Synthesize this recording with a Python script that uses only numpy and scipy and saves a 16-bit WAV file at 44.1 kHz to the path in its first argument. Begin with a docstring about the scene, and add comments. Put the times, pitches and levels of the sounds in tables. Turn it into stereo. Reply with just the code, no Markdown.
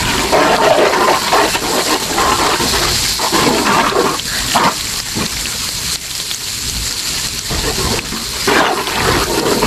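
"""Hosing down a parked car

A thin hose jet sweeps over a parked car, a few metres from a camera's two microphone ports.
Random drop impacts ring the panel modes; the splash is a crackle plus single bursts echoed by the drive.
The nozzle hisses in its resonances, and shaped noise makes a low outdoor rumble underneath.
The camera's gain control ducks around loud peaks and creeps back up."""
import sys
import numpy as np
from scipy import signal
from scipy.fft import rfft, irfft, next_fast_len
from scipy.io import wavfile
from scipy.ndimage import uniform_filter1d, minimum_filter1d, map_coordinates

SR = 44100
rng = np.random.default_rng(int(sys.argv[2]) if len(sys.argv) > 2 else 0)


def output_pcm(signal):
    """Save a mono or channel-first signal as 16-bit PCM at the path in sys.argv[1].

    Samples are clipped to [-1, 1] before scaling.
    """
    pcm = np.clip(np.atleast_2d(signal).T, -1, 1) * 32767
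    wavfile.write(sys.argv[1], SR, np.round(pcm).astype(np.int16))


N = 426006  # length in samples


def amp(db):
    """Decibels to a linear factor."""
    return 10 ** (np.asarray(db) / 20)


def unit(x):
    """Scale to rms 1."""
    return x / np.sqrt(np.mean(x ** 2) + 1e-20)


def along(points, hz):
    """Read (f/Hz, value) points on a log frequency axis."""
    f, v = np.transpose(points)
    return np.interp(np.log(hz + 1), np.log(f + 1), v)


def curves(rows):
    """One value per sample for each column after the time."""
    s, *cols = np.transpose(rows)
    t = np.arange(N) / SR
    return [np.interp(t, s, c) for c in cols]


def wobble(rate):
    """A smooth random curve, rate knots a second."""
    knots = rng.standard_normal(int(N * rate / SR) + 4)
    return map_coordinates(knots, [np.arange(N) * rate / SR])


def filtered(x, response):
    """Shape the spectrum of x by a (possibly complex) response of frequency."""
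    m = next_fast_len(N + 8192)
    return irfft(rfft(x, m) * response(np.fft.rfftfreq(m, 1 / SR)), m)[..., :N]


def patter(per_s, scatter_db):
    """Random impacts, rms 1: two rows share moments and scattered strengths, each hit with its own factor."""
    strength = amp(scatter_db * rng.exponential(size=N))
    hit = (rng.random(N) < per_s / SR) * strength
    return unit(hit * rng.standard_normal((2, N)))


def patches(shape, bins, frames):
    """A random field of rms 1, smoothed over frequency bins and time frames."""
    over_bins = uniform_filter1d(rng.standard_normal(shape), size=bins, axis=0)
    return unit(uniform_filter1d(over_bins, size=frames, axis=1))


def patchy(x, depth_db):
    """Random gain in patches of several hundred Hz by some twenty ms."""
    z = signal.stft(x, nperseg=256)[2]
    gain = amp(depth_db * patches(z.shape[1:], bins=5, frames=8))
    return signal.istft(z * gain, nperseg=256)[1][:, :N]


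# The jet crossing a panel: [start t/s, length t/s, soft modes level/dB, low modes level/dB,
# high modes level/dB, splash level/dB, swell from start to end level/dB, favoured pitch f/Hz]
PANEL_PASSES = [(0, 0.13, -30, -28, -27, -21.5, 7, 930), (0.146, 0.15, -30, -22.5, -21, -20, 0, 890),
                (0.331, 0.22, -20.5, -12, -6, -12.5, -1, 790), (0.578, 0.03, -18, -18, -8, -24, 2, 910),
                (0.616, 0.063, -24, -13, -7, -16.5, 1.5, 650),
                (0.707, 0.046, -20, -18, -4.5, -12.5, -2, 740), (0.78, 0.12, -23, -7.5, -6.5, -12, 1, 630),
                (0.931, 0.12, -24.5, -12, -8, -15, -3, 940), (1.079, 0.044, -25, -12, -6, -17, -3, 695),
                (1.13, 0.047, -33, -22, -10.5, -17.5, -7.5, 940),
                (1.213, 0.078, -32, -31, -24, -16, 6, 960), (1.327, 0.13, -33, -13.5, -9, -16, -6.5, 840),
                (1.545, 0.016, -32, -20, -15.5, -18, 9, 925),
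                (1.622, 0.14, -27, -17.5, -19.5, -20.5, -1, 890),
                (1.73, 0.074, -25, -17.5, -13.5, -19.5, 2, 820),
                (1.859, 0.099, -36, -16, -17, -15.5, 11.5, 930),
                (1.995, 0.22, -21.5, -21, -19.5, -27, 0, 865),
                (2.183, 0.15, -24, -16.5, -9.5, -14.5, -1, 990),
                (2.388, 0.15, -23, -17, -13, -14.5, 4.5, 926),
                (2.599, 0.09, -23.5, -19, -20.5, -20.5, -4, 860),
                (2.727, 0.19, -27, -19.5, -22.5, -17.5, 0.5, 826),
                (3.194, 0.077, -24, -18, -10, -18, 1, 1020), (3.329, 0.12, -16, -12, -12, -12, 1, 840),
                (3.462, 0.18, -14.5, -11, -14, -18.5, -8.5, 860),
                (3.656, 0.26, -15.5, -16.5, -8.5, -10.5, 0.5, 1140),
                (3.919, 0.1, -17, -6, -9, -18.5, -1.5, 870), (4.047, 0.091, -19.5, -14, -10, -19, -6, 930),
                (4.283, 0.11, -35.5, -34, -18, -24, 2, 1900), (4.557, 0.031, -15, -24, -3, -16, 1, 1040),
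                (4.6, 0.075, -12, -10, -2.5, -9, 2.5, 1140),
                (5.165, 0.057, -11.5, -23.5, -23, -21.5, 2, 1020),
                (7.507, 0.13, -27, -25, -24.5, -23, -7.5, 890),
                (7.638, 0.075, -41, -18.5, -21.5, -31.5, 3, 860),
                (7.785, 0.26, -20.5, -20.5, -23, -39, -2, 910),
                (8.126, 0.099, -23, -29, -27, -21.5, -9, 1070),
                (8.48, 0.047, -17, -11.5, -10, -13, -1, 1030), (8.532, 0.058, -17, -11, -9.5, -10, 5, 1660),
                (8.605, 0.08, -16, -11, -1.5, -8, -1, 940), (8.69, 0.043, -20, -7, -4.5, -14, -2, 630),
                (8.755, 0.059, -23, -14, -11.5, -19, 5, 960), (8.866, 0.11, -26, -20, -17.5, -14, -3, 950),
                (8.96, 0.12, -18.5, -18, -12.5, -12.5, 0, 980),
                (9.072, 0.16, -22, -14, -13.5, -12, -4.5, 1210),
                (9.268, 0.2, -18.5, -12, -17.5, -19, 6, 840), (9.466, 0.13, -16, -11, -16.5, -17, -5, 780),
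                (9.628, 0.067, -17, -17, -15, -17, -9, 1015)]
# Splash on wheel and drive between passes: [t/s, level/dB]
SPRAY_LEVEL = [(0, -21.5), (1.5, -22), (3, -21.5), (4.2, -24), (4.5, -21.5), (4.8, -25), (6.5, -29),
               (7.3, -26), (8.4, -22), (9.66, -19)]
# Soft, low and high modes between passes, relative to that splash: [level/dB]
OFF_PANEL_LEVELS = [-7.5, -10, -12]
ATTACK_S, RELEASE_S = 0.012, 0.026  # the jet meeting and leaving a panel


def passes():
    """Levels (dB) of three mode groups and splash, and favoured pitch: each pass rises, holds and fades."""
    t = np.arange(0, N / SR, .002)
    start, length, *level_db, swell_db, spot_hz = np.transpose(PANEL_PASSES)[:, :, None]
    rise = np.clip(1 + (t - start) / ATTACK_S, 0, 1)
    fade = np.exp(-np.maximum(t - start - length, 0) / RELEASE_S)
    swell = amp(swell_db * np.clip((t - start) / length - .5, -.5, .5))
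    shape = rise * fade * swell
    between_db = np.interp(t, *np.transpose(SPRAY_LEVEL)) + np.array([*OFF_PANEL_LEVELS, 0])[:, None]
    levels = []
    for on_db, off_db in zip(level_db, between_db):
        loudest = (shape * amp(on_db)).max(axis=0)
        levels.append(20 * np.log10(np.maximum(loudest, amp(off_db))))
    spot = spot_hz[shape.argmax(axis=0), 0]
    return curves(np.column_stack([t, *levels, spot]))


def drifting(x, depth_s):
    """Reading slightly ahead or behind bends the pitch up and down by a few percent."""
    at = np.arange(N) + depth_s * SR * (wobble(9) + 5 * wobble(2.5))
    return np.array([np.interp(at, np.arange(N), row) for row in x])


# Body panel resonances in soft, low and high groups: [f/Hz, width f/Hz, level/dB]
PANEL_MODES = [
    [(167, 146, 0.5), (230.5, 102, 2)],
    [(294.7, 44, -2.5), (348.2, 50, -0.5), (397.5, 44, 1), (458.6, 110, 1.5)],
    [(624.4, 106, 1.5), (744.4, 117, -2), (916.3, 93, -0.5), (1048.5, 107, -1), (1201, 113, -3.5),
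     (1373, 84, -2.5), (1645, 250, 0), (1870, 230, -3), (2570, 350, -10)],
]


def panels():
    """Drops drive the panel modes; as the jet wanders each swells, fades and is detuned by the water film."""
    drive = patter(2500, scatter_db=-1.0) * amp(0.29 * wobble(45))
    *levels_db, _, spot_hz = passes()
    out = 0
    # only the high group loses modes far from the struck spot's pitch
    for level_db, modes, focus_db in zip(levels_db, PANEL_MODES, [0, 0, 11]):
        ring, power = 0, 0
        for hz, width_hz, db in modes:
            # two equal resonators in series
            mode = unit(filtered(drive, lambda f: (
                1j * f * width_hz / (hz * hz - f * f + 1j * f * width_hz)) ** 2))
            off_spot = np.tanh(3 * np.log2(hz / spot_hz) ** 2)
            share = amp(db + 3.9 * wobble(18) - focus_db * off_spot)
            ring = ring + share * drifting(mode, depth_s=0.000908)
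            power = power + share ** 2
        out = out + amp(level_db) * ring / np.sqrt(power)
    return out


def tinted(x, spot_hz):
    """The struck spot lifts its own pitch; passing hollows in the water film colour narrow bands."""
    hz, t, z = signal.stft(x, SR, nperseg=1024)
    spot_hz = np.interp(t * SR, np.arange(N), spot_hz)
    lift_db = 6 * np.exp(-(np.log2((hz[:, None] + 1) / spot_hz) / 0.063) ** 2)
    hollows_db = 3.14 * patches(z.shape[1:], bins=3, frames=7)
    return signal.istft(z * amp(lift_db + hollows_db), SR, nperseg=1024)[1][:, :N]


def pops(count, loud_db, jet_db):
    """Rows (t/s, level/dB, f/Hz) of smaller drops at random, following the splash level."""
    u = rng.random((count, 3))
    level_db = jet_db[(u[:, 0] * N).astype(int)] + loud_db - 4 * np.log(u[:, 1])
    return np.column_stack([u[:, 0] * N / SR, np.minimum(level_db, -6), 1900 * 4.02 ** u[:, 2]])


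def drop_burst(db, hz):
    """One bursting drop: a few cycles of tone with a short puff of noise, mostly in the shared row."""
    t = np.arange(400) / SR
    tone = 1.25 * np.sin(2 * np.pi * hz * t) * amp(-60 * t * hz / 19)  # down 60 dB in 19 cycles
    puff = uniform_filter1d(rng.standard_normal(len(t)), size=3) * amp(-60 * t / 0.003)
    return amp(db) * (tone + 0.42 * puff) * [[1], [rng.normal(0, 0.18)]]


# Big drops bursting: [t/s, level/dB, f/Hz]
BIG_DROPS = [(0.1813, -1, 3100), (0.4304, -1, 1980), (0.565, 3, 4500), (0.787, 0, 3480), (1.1508, -6, 2980),
             (1.281, -2, 3540), (1.9444, 5, 4060), (3.3407, -4, 4160), (3.6691, 1.5, 2640),
             (3.8976, 9.5, 3980), (4.1926, -2.5, 3300), (4.1967, 4, 3180), (4.3897, -1, 3620),
             (4.483, -3, 3460), (4.502, -5, 3430), (4.518, -1.5, 2950), (4.54, -3, 2930), (4.579, 7, 3150),
             (4.8098, 2, 4000), (4.939, -3, 4480), (5.0018, 7.5, 5000), (5.0862, -3, 5400),
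             (5.263, 3, 4170), (5.4565, -1.5, 2730), (5.4694, -3.5, 4380), (5.6903, 1.5, 4580),
             (5.958, 8.5, 4200), (6.1123, -1, 3720), (6.1528, 3, 5140), (6.1794, -2, 5490),
             (6.2011, 1, 3960), (6.2045, -10, 3330), (6.3135, 5, 3500), (6.3463, 8.5, 6500),
             (6.485, -0.5, 4200), (6.677, -4, 4000), (6.6984, 5.5, 6500), (6.7675, 0, 4180),
             (6.91, 0.5, 5220), (6.926, 2.5, 4540), (7.272, 2, 7900), (7.2859, 1.5, 4400), (7.392, 7, 6100),
             (7.9915, 9.5, 2560), (8.622, -5, 2960), (8.466, 0, 4500), (8.8716, 5, 3370),
             (8.9568, 0.5, 3770), (9.0816, -1, 3200), (9.24, 5, 6040), (9.3984, 7, 5070),
             (9.4912, -1.5, 4330)]
# Spectrum of the crackle: [f/Hz, level/dB per Hz]
SPLASH_SPECTRUM = [(300, -6), (900, 8.5), (1700, 11), (3200, 8), (6000, -2), (9500, -16.5), (13000, -50)]
# A stronger splash gains body: extra dB per dB above this level, under this pitch
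FULLER, FULL_DB, BODY_HZ = 0.41, -22.5, 1450


def splash():
    """The jet breaks into a crackle of droplets in short spurts; larger drops burst singly and echo."""
    spurts = amp(1.1 * wobble(7) + 1.4 * wobble(40) + 0.59 * wobble(150))
    droplets = patter(5000, scatter_db=1.0) * spurts
    jet_db, spot_hz = passes()[3:]
    coloured = tinted(patchy(droplets, depth_db=2.5), spot_hz)
    crackle = unit(filtered(coloured, lambda hz: amp(along(SPLASH_SPECTRUM, hz))))
    body = filtered(crackle, lambda hz: 1 / (1 + (hz / BODY_HZ) ** 6))
    crackle = crackle + (amp(FULLER * (jet_db - FULL_DB)) - 1) * body
    bursts = np.zeros((2, N + SR))
    for s, db, hz in np.vstack([BIG_DROPS, pops(count=550, loud_db=3.5, jet_db=jet_db)]):
        burst = drop_burst(db, hz)
        bursts[:, round(s * SR):][:, :burst.shape[1]] += burst
    echo_samples = round(0.0038 * SR)  # off the drive
    bounce = 0.37 * np.pad(bursts, ((0, 0), (echo_samples, 0)))
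    return amp(jet_db) * crackle + bursts[:, :N] + bounce[:, :N]


# The hiss, louder as the nozzle nears the camera: [t/s, level/dB]
NOZZLE_LEVEL = [(0, -20), (.6, -21), (1.3, -20.5), (2, -13.5), (2.6, -16.5), (2.85, -14), (3.1, -11.5),
                (3.35, -12), (3.7, -18), (4.55, -14.5), (4.9, -15), (5.5, -18), (5.94, -16), (6.6, -15.5),
                (7.3, -16), (8.35, -17), (9, -18), (9.66, -17.5)]
# Nozzle resonances: [f/Hz, level/dB per Hz]
HISS_SPECTRUM = [(700, -18.5), (2600, -7.5), (3300, -6.5), (3900, -3.5), (4050, 1), (4450, 1.5), (4600, -2),
                 (4950, -0.5), (5150, -4), (6500, -5.5), (7600, -2), (8300, -9), (10700, -14.5),
                 (12100, -14.5), (13500, -22), (15600, -45)]
# Changing colour of the hiss: [t/s, top octave level/dB, main resonance level/dB]
HISS_COLOUR = [(0, 3.5, -0.5), (1.2, 7, 3), (2.4, 2, -2.5), (2.75, 5, 3.5), (3.1, 4, 2.5), (3.6, 4, 1),
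               (6, 4, -0.5), (8, 3, 1), (8.7, 8.5, 3.5), (9.66, 8.5, 2.5)]
MAIN_HZ, MAIN_OCTAVES = 4520, 0.4  # main resonance: centre and half width


def nozzle():
    """Fine turbulent hiss in the nozzle's resonances, its top and main resonance rising and sinking."""
    noise = patchy(patter(14000, scatter_db=1.5), depth_db=1.47) * amp(0.63 * wobble(25))
    hiss = unit(filtered(noise, lambda hz: amp(along(HISS_SPECTRUM, hz))))
    top = filtered(hiss, lambda hz: 1 / (1 + (9500 / (hz + 1)) ** 8))
    main = filtered(hiss, lambda hz: np.exp(-(np.log2((hz + 1) / MAIN_HZ) / MAIN_OCTAVES) ** 4))
    top_db, main_db = curves(HISS_COLOUR)
    coloured = hiss + (amp(top_db) - 1) * top + (amp(main_db) - 1) * main
    return amp(curves(NOZZLE_LEVEL)[0]) * coloured


# Uneven level of the rumble, with some sudden swells: [t/s, level/dB]
RUMBLE_SWELL = [(0.0, -24), (0.78, -36.5), (2.85, -22), (3.84, -28.5), (5.45, -27.5), (6.24, -32),
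                (6.6, -24.5), (7.48, -32), (7.53, -22.5), (8.9, -29.5), (9.02, -19), (9.36, -27),
                (9.66, -19.5)]
# Spectrum of the rumble: [f/Hz, level/dB per Hz]
RUMBLE_SPECTRUM = [(15, -34), (28, -9), (55, -1.5), (85, -8.5), (118, -6.5), (250, -18.5), (500, -38),
                   (1200, -66)]


def rumble():
    """Low outdoor rumble: bass-heavy noise that swells unevenly."""
    white = rng.standard_normal((2, N))
    noise = unit(filtered(white, lambda hz: amp(along(RUMBLE_SPECTRUM, hz))))
    return amp(curves(RUMBLE_SWELL)[0] + 3 * wobble(5.6)) * noise


# Left-right likeness: [f/Hz, correlation]
PORT_LIKENESS = [(30, .82), (80, .9), (150, .995), (500, .97), (1300, .92), (3000, .8), (7000, .5),
                 (14000, .45)]
# Left minus right: [f/Hz, level/dB]
PORT_LEAN = [(60, 0), (300, 1), (700, -1.4), (2800, 1.5), (8000, -2), (13000, -3)]
# Phase by which the left port leads: [f/Hz, phase/rad]
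PORT_LEAD = [(150, 0.3), (350, -0.37), (1400, -0.48), (3000, -0.62), (6000, -0.82), (10000, -0.43)]


def ports(pair):
    """Two microphone ports: a shared part plus an opposed part, leaning and shifted in phase."""
    def blend(hz):
        turn = np.arccos(np.clip(along(PORT_LIKENESS, hz), -1, 1)) / 2
        return np.array([np.cos(turn), np.sin(turn)])

    side = np.array([[1], [-1]])

    def place(hz):
        return amp(side * along(PORT_LEAN, hz) / 2) * np.exp(.5j * side * along(PORT_LEAD, hz))

    shared, opposed = filtered(pair, blend)
    return filtered(shared + side * opposed, place)


def scene():
    """Everything reaches the camera's two ports."""
    return ports(panels() + splash() + nozzle() + rumble())


def gain_needed(x):
    """Gain that keeps the louder channel under the ceiling at each sample."""
    return np.minimum(1, CEILING / (np.abs(x).max(axis=0) + 1e-9))


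# The gain control heeds the bass less: [f/Hz, level/dB]
SENSING_WEIGHT = [(1000, -2.5), (3000, 0)]
CEILING, HOLD_S, TOP_HZ = .98, .055, 15680  # full scale is 1; TOP_HZ is the band limit
LINGER, RECOVER_DB_PER_S = 0.69, 9.5  # share of a duck that outlasts the hold, and how fast it returns


def record(dry):
    """Gain control ducks ahead of peaks, holds, jumps partly back and creeps; then limiter and band limit."""
    sensed = filtered(dry, lambda hz: amp(along(SENSING_WEIGHT, hz)))
    need_db = 20 * np.log10(gain_needed(sensed))
    hold = round(HOLD_S * SR)
    # the shifted window looks slightly ahead and a whole hold back
    held_db = minimum_filter1d(need_db, size=hold + 33, origin=hold // 2 - 17)
    ramp_db = RECOVER_DB_PER_S * np.arange(N) / SR
    creep_db = ramp_db + np.minimum.accumulate(LINGER * held_db - ramp_db)
    ducked = dry * uniform_filter1d(amp(np.minimum(held_db, creep_db)), size=33)
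    limit = minimum_filter1d(gain_needed(ducked), size=65)
    limited = ducked * uniform_filter1d(limit, size=33)
    return filtered(limited, lambda hz: hz < TOP_HZ)


dry = scene()
out = record(dry)
output_pcm(out)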